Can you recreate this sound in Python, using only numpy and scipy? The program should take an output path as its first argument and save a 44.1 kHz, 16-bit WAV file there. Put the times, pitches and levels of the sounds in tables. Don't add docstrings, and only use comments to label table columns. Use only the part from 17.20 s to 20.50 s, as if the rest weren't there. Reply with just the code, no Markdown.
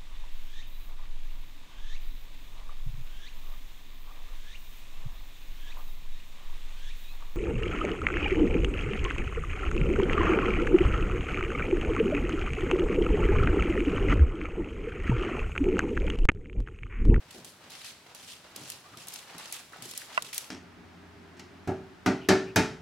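import sys
import numpy as np
from scipy import signal
from scipy.fft import rfft, irfft
from scipy.io import wavfile
from scipy.ndimage import uniform_filter1d

SR = 44100
rng = np.random.default_rng(int(sys.argv[2]) if len(sys.argv) > 2 else 0)


def transcribe(u):
    v = np.clip(np.atleast_2d(u).T, -1, 1)
    q = np.round(v * 32767).astype(np.int16)
    wavfile.write(sys.argv[1], SR, q)


N = 145530

# f/Hz, side minus mid/dB
STEREO_WIDTH = [(100, -25.5), (380, -18), (700, -11), (2380, -3.5), (15000, 0)]
# f/Hz, relative level per Hz/dB
RUB_COLOUR = [(80, -15), (250, -0.5), (500, 0.5), (800, 6.5), (4000, -3), (8000, -11.5), (16000, -27)]
# f/Hz, relative level per Hz/dB
SAND_SPECTRUM = [(25, -67), (700, -19), (1500, -9.5), (3000, 0.5), (4800, 1), (11000, -2.5), (16000, -14.5)]


def gain_of(db):
    return 10 ** (np.asarray(db) / 20)


def read(points, hz):
    f, value = np.transpose(points)
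    return np.interp(np.log(hz + 1), np.log(f + 1), value)


def add(mix, s, sound):
    at = round(s * SR)
    sound = sound[:, max(-at, 0):]
    part = mix[:, max(at, 0):][:, :sound.shape[1]]
    part += sound[:, :part.shape[1]]


def coloured(pair, colour, tilt_db=0):
    hz = np.fft.rfftfreq(pair.shape[1], 1 / SR)
    spectrum_db = read(colour, hz) + tilt_db * np.log2((hz + 50) / 1000)
    mid, side = rfft(pair) * gain_of(spectrum_db)
    side = side * gain_of(read(STEREO_WIDTH, hz))
    x = irfft(np.array([mid + side, mid - side]))
    return x / np.sqrt(np.mean(x ** 2) + 1e-20)


def envelope(rise, hold, fade, size):
    t = np.arange(size) / SR
    release = np.exp(-np.maximum(t - hold, 0) / fade)
    return np.minimum(t / rise, 1) * release


def shaped(x, shape):
    y = x * shape
    return y * np.sqrt(np.mean(shape ** 2) / np.mean(y ** 2))


def grains(size):
    grains_per_s, spread_db = 13000, 2
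    strength = gain_of(spread_db * np.minimum(rng.exponential(1, size), 5))
    hits = rng.random(size) < grains_per_s / SR
    return rng.standard_normal((2, size)) * strength * hits


def clumps(depth_db, size, count=300):
    wander = uniform_filter1d(rng.standard_normal(size), count)
    return gain_of(depth_db * wander / wander.std())


def patchy(x):
    depth_db = 2.0
    z = signal.stft(x, nperseg=256)[2]
    across_hz = uniform_filter1d(rng.standard_normal(z.shape[1:]), size=6, axis=0)
    patches = uniform_filter1d(across_hz, size=4, axis=1)
    z = z * gain_of(depth_db * patches / patches.std())
    return signal.istft(z, nperseg=256)[1][:, :x.shape[1]]


def hush():
    level_db = -57
    # f/Hz, relative level per Hz/dB
    hush_colour = [(20, -22), (45, -10), (85, -1), (140, 0), (1500, -5.5), (4000, -10.5), (16000, -27)]
    return coloured(rng.standard_normal((2, N)), hush_colour) * gain_of(level_db)


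def hall(x):
    build_up_s = 0.014
    # f/Hz, time to fall by 60 dB/s
    decay_times = [(2000, 1), (6000, 0.84), (15000, 0.65)]
    hz, t, z = signal.stft(rng.standard_normal((2, SR)), SR, nperseg=256)
    decay = gain_of(-60 * t / read(decay_times, hz)[:, None])
    z = z * decay * np.minimum(t / build_up_s, 1)
    tail = signal.istft(z, SR, nperseg=256)[1]
    tail = tail / np.linalg.norm(tail[0])
    mid, side = signal.fftconvolve(x.mean(0)[None], tail, axes=1)[:, :N]
    width = gain_of(read(STEREO_WIDTH, np.fft.rfftfreq(N, 1 / SR)))
    side = irfft(rfft(side) * width, N)
    return np.array([mid + side, mid - side])


def creaks():
    length_s, width_hz = .06, 61
    # t/s, f/Hz, level/dB
    creak_table = [(1.634, 1180, -55.5), (1.712, 1250, -55)]
    out = np.zeros((2, N))
    t = np.arange(0, length_s, 1 / SR)
    swell = np.sin(np.pi * t / length_s)
    radius = np.exp(-np.pi * width_hz / SR)
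    for s, hz, db in creak_table:
        pole = radius * np.exp(2j * np.pi * hz / SR)
        ring = signal.lfilter([1], [1, -pole], rng.standard_normal((2, len(t)))).real
        add(out, s, gain_of(db) * coloured(ring, RUB_COLOUR) * swell)
    return out


def scuffs(size=24000):
    rise_s, fade_s, clump_db = 0.0072, 0.028, 2.27
    # t/s, time until the fade/s, level/dB
    scuff_table = [(-.02, 0.12, -62.5), (0.112, 0.12, -61), (0.406, .18, -57), (0.858, 0.15, -57),
                   (1.234, 0.15, -55), (1.344, 0.23, -57), (1.639, 0.28, -58.5), (1.87, 0.19, -56),
                   (2.069, 0.14, -50.5), (2.17, 0.23, -55), (2.517, 0.15, -53), (2.766, 0.11, -58),
                   (2.88, 0.15, -52.5), (3.118, 0.16, -56)]
    out = np.zeros((2, N))
    for s, length, db in scuff_table:
        rub = coloured(rng.standard_normal((2, size)), RUB_COLOUR) * clumps(clump_db, size, count=500)
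        add(out, s, gain_of(db) * rub * envelope(rise_s, length, fade_s, size))
    return out


def thuds(size=24000):
    rise_s, hold_s, fade_s, crumble_db = 0.0029, 0.0086, 0.081, 0.5
    # t/s, level/dB, tilt/dB per octave
    thud_table = [(0.051, -62, -20), (.144, -53.5, 8), (.175, -52.5, -6.5), (.44, -59, 1), (.69, -65.5, 0),
                  (1.025, -60, -10), (1.318, -58.5, -9), (1.36, -53, -1), (1.412, -52.5, -5.5),
                  (1.71, -56.5, -10), (1.765, -56.5, -5), (2.145, -55.5, -5), (2.585, -55, -2),
                  (2.625, -53, -1), (3.015, -55, -3)]
    # f/Hz, relative level per Hz/dB
    thud_spectrum = [(30, -40), (90, -8.5), (130, 1.5), (420, 1), (800, -10.5), (1500, -56), (5000, -71)]
    out = np.zeros((2, N))
    shape = envelope(rise_s, hold_s, fade_s, size)
    for s, db, tilt_db in thud_table:
        push = coloured(rng.standard_normal((2, size)), thud_spectrum, tilt_db) * clumps(crumble_db, size)
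        add(out, s, gain_of(db) * shaped(push, shape))
    return out


def pats(size=4096):
    rise_s, hold_s, fade_s = 0.0017, 0.0031, 0.0063
    narrow_db = 34
    # t/s, level/dB, f/Hz
    pat_table = [(.144, -51, 304), (.163, -47.5, 397), (.405, -56, 800), (.863, -55, 560),
                 (1.249, -50, 560), (1.36, -48, 344), (2.154, -49, 155), (2.532, -42.5, 1370),
                 (2.56, -48, 615), (2.623, -47.5, 250), (2.657, -49, 366), (2.816, -43.5, 1760),
                 (3.129, -38.5, 2590)]
    out = np.zeros((2, N))
    hz = np.fft.rfftfreq(size, 1 / SR)
    shape = envelope(rise_s, hold_s, fade_s, size)
    for s, db, centre_hz in pat_table:
        band_db = -narrow_db * np.log2((hz + 1) / centre_hz) ** 2
        pat = coloured(rng.standard_normal((2, size)), np.column_stack([hz, band_db]))
        add(out, s, gain_of(db) * shaped(pat, shape))
    return out


def sprays(size=20000):
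    rise_s, fade_s, clump_db = 0.0023, 0.043, 1.4
    # t/s, time until the fade/s, level/dB, tilt/dB per octave
    spray_table = [(0.105, 0.073, -53, -3), (.244, 0.04, -51.5, -0.5), (0.497, 0.15, -50.5, -4),
                   (0.55, 0.068, -56.5, -5), (0.642, 0.044, -45.5, -3.5), (0.948, 0.17, -52, -2.5),
                   (1.076, 0.049, -47.5, -4), (1.356, 0.11, -50, -2.5), (1.474, 0.063, -49, -1.5),
                   (1.771, 0.057, -50.5, -2.5), (1.873, 0.11, -48.5, -1.5), (2.179, 0.14, -49.5, -3.5),
                   (2.322, 0.025, -41, -2.5), (2.623, 0.088, -47, -1), (2.748, 0.077, -47.5, -1.5),
                   (2.923, 0.041, -49.5, -5.5), (3.044, 0.039, -47, -4), (3.127, 0.025, -41, 0),
                   (3.159, 0.051, -48, 0)]
    out = np.zeros((2, N))
    for s, length, db, tilt_db in spray_table:
        sand = patchy(coloured(grains(size), SAND_SPECTRUM, tilt_db)) * clumps(clump_db, size)
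        add(out, s, gain_of(db) * sand * envelope(rise_s, length, fade_s, size))
    return out


def clods(size=2048):
    rise_s, hold_s, fade_s, clump_db = 0.00025, 0.0016, 0.0041, 0.5
    # t/s, level/dB, tilt/dB per octave
    clod_table = [(0.1088, -45, 0), (0.246, -42.5, -0.5), (0.503, -47, 7), (.552, -43.5, -5),
                  (0.6464, -44, -2), (.948, -42, 3.5), (1.361, -38, 1), (1.5004, -34.5, 1.5),
                  (1.5189, -38, -1.5), (1.772, -43.5, -1), (1.883, -35, 7), (1.937, -36, 4.5),
                  (1.9588, -36.5, -1.5), (2.1817, -39.5, 4), (2.256, -40, -6), (2.3241, -31.5, 14),
                  (2.6226, -38, 0), (2.654, -43, 6), (2.7113, -36, 1.5), (2.736, -40, -5.5),
                  (2.776, -31, 5.5), (2.946, -42.5, -5.5), (3.0221, -31.5, 1), (3.13, -41, -6),
                  (3.1443, -32.5, 8), (3.1795, -27.5, 1.5), (3.242, -44.5, -5)]
    out = np.zeros((2, N))
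    shape = envelope(rise_s, hold_s, fade_s, size)
    for s, db, tilt_db in clod_table:
        crunch = coloured(grains(size), SAND_SPECTRUM, tilt_db) * clumps(clump_db, size, count=30)
        add(out, s, gain_of(db) * shaped(crunch, shape))
    return out


def grit(size=128):
    tick_hz, right_lag_s = 9600, .000018
    strays_per_s, stray_db, growth_db_per_s, spread_db = 27, -55, 5.5, 1.5
    # t/s, level/dB
    grit_table = [(1.3635, -19.5), (1.502, -15), (1.872, -22.5), (2.326, -13.5), (2.7769, -15),
                  (3.1803, -6)]
    out = np.zeros((2, N))
    t = (np.arange(size) - size / 2) / SR - np.array([[0], [right_lag_s]])
    u = (np.pi * tick_hz * t) ** 2
    tick = (1 - 2 * u) * np.exp(-u)
    for s, db in grit_table:
        add(out, s - size / 2 / SR, gain_of(db) * tick)
    nearing_db = stray_db + growth_db_per_s * np.arange(N) / SR
    strength = gain_of(nearing_db + spread_db * np.minimum(rng.exponential(1, N), 4))
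    strays = strength * (rng.random(N) < strays_per_s / SR)
    return out + signal.oaconvolve(strays[None], tick, axes=1)[:, :N]


def knocks(size=4000):
    left_lag_s, rise_s = 0.00026, 0.00075
    crack_db, crack_fade_s, crack_tilt_db = -12, 0.0026, 1.7
    scatter_db, scatter_fade_s = -15.5, 0.0055
    # t/s, level/dB, f driven most/Hz, narrowness of the drive/dB per squared octave
    knock_table = [(2.9762, -17, 1500, -1), (2.9791, -19, 1200, 22)]
    # f/Hz, level/dB, time to fall by 60 dB/s, left minus right/dB
    horn_modes = [(640, -7, 0.025, -4.5), (992, 1.5, 0.013, -5.5), (1174, 1, 0.037, 3.5),
                  (1463, -2.5, 0.033, -3), (1983, -8, 0.033, -8.5), (2682, -1, 0.014, -13.5)]
    out = np.zeros((2, N))
    t = np.maximum(np.arange(size) / SR - np.array([[left_lag_s], [0]]), 0)
    onset = np.minimum(t / rise_s, 1)
    for s, level_db, centre_hz, narrow_db in knock_table:
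        noise = coloured(rng.standard_normal((2, size)), RUB_COLOUR, crack_tilt_db)
        crack = noise * onset * np.exp(-t / crack_fade_s)
        add(out, s, gain_of(level_db + crack_db - narrow_db) * crack)
        for k, (hz, db, t60, pan_db) in enumerate(horn_modes):
            drive_db = level_db + db - narrow_db * np.log2(hz / centre_hz) ** 2
            ring_db = drive_db + pan_db * np.array([[.5], [-.5]]) - 60 * t / t60
            sign = (-1) ** k
            add(out, s, sign * gain_of(ring_db) * np.sin(2 * np.pi * hz * t) * onset)
    scatter = coloured(rng.standard_normal((2, size)), RUB_COLOUR) * t * np.exp(-t / scatter_fade_s)
    scatter /= abs(rfft(scatter)).max()
    return out + gain_of(scatter_db) * signal.oaconvolve(out, scatter, axes=1)[:, :N]


def scene():
    steps_to_hall_db, knocks_to_hall_db = -11.5, -26
    steps = creaks() + scuffs() + thuds() + pats() + sprays() + clods()
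    horn = knocks()
    tail = hall(gain_of(steps_to_hall_db) * steps + gain_of(knocks_to_hall_db) * horn)
    return hush() + tail + steps + grit() + horn


def record(dry):
    edge_hz = 16100
    low_pass = signal.firwin(511, edge_hz, window=("kaiser", 9), fs=SR)
    return signal.oaconvolve(dry, low_pass[None], "same")


dry = scene()
out = record(dry)
transcribe(out)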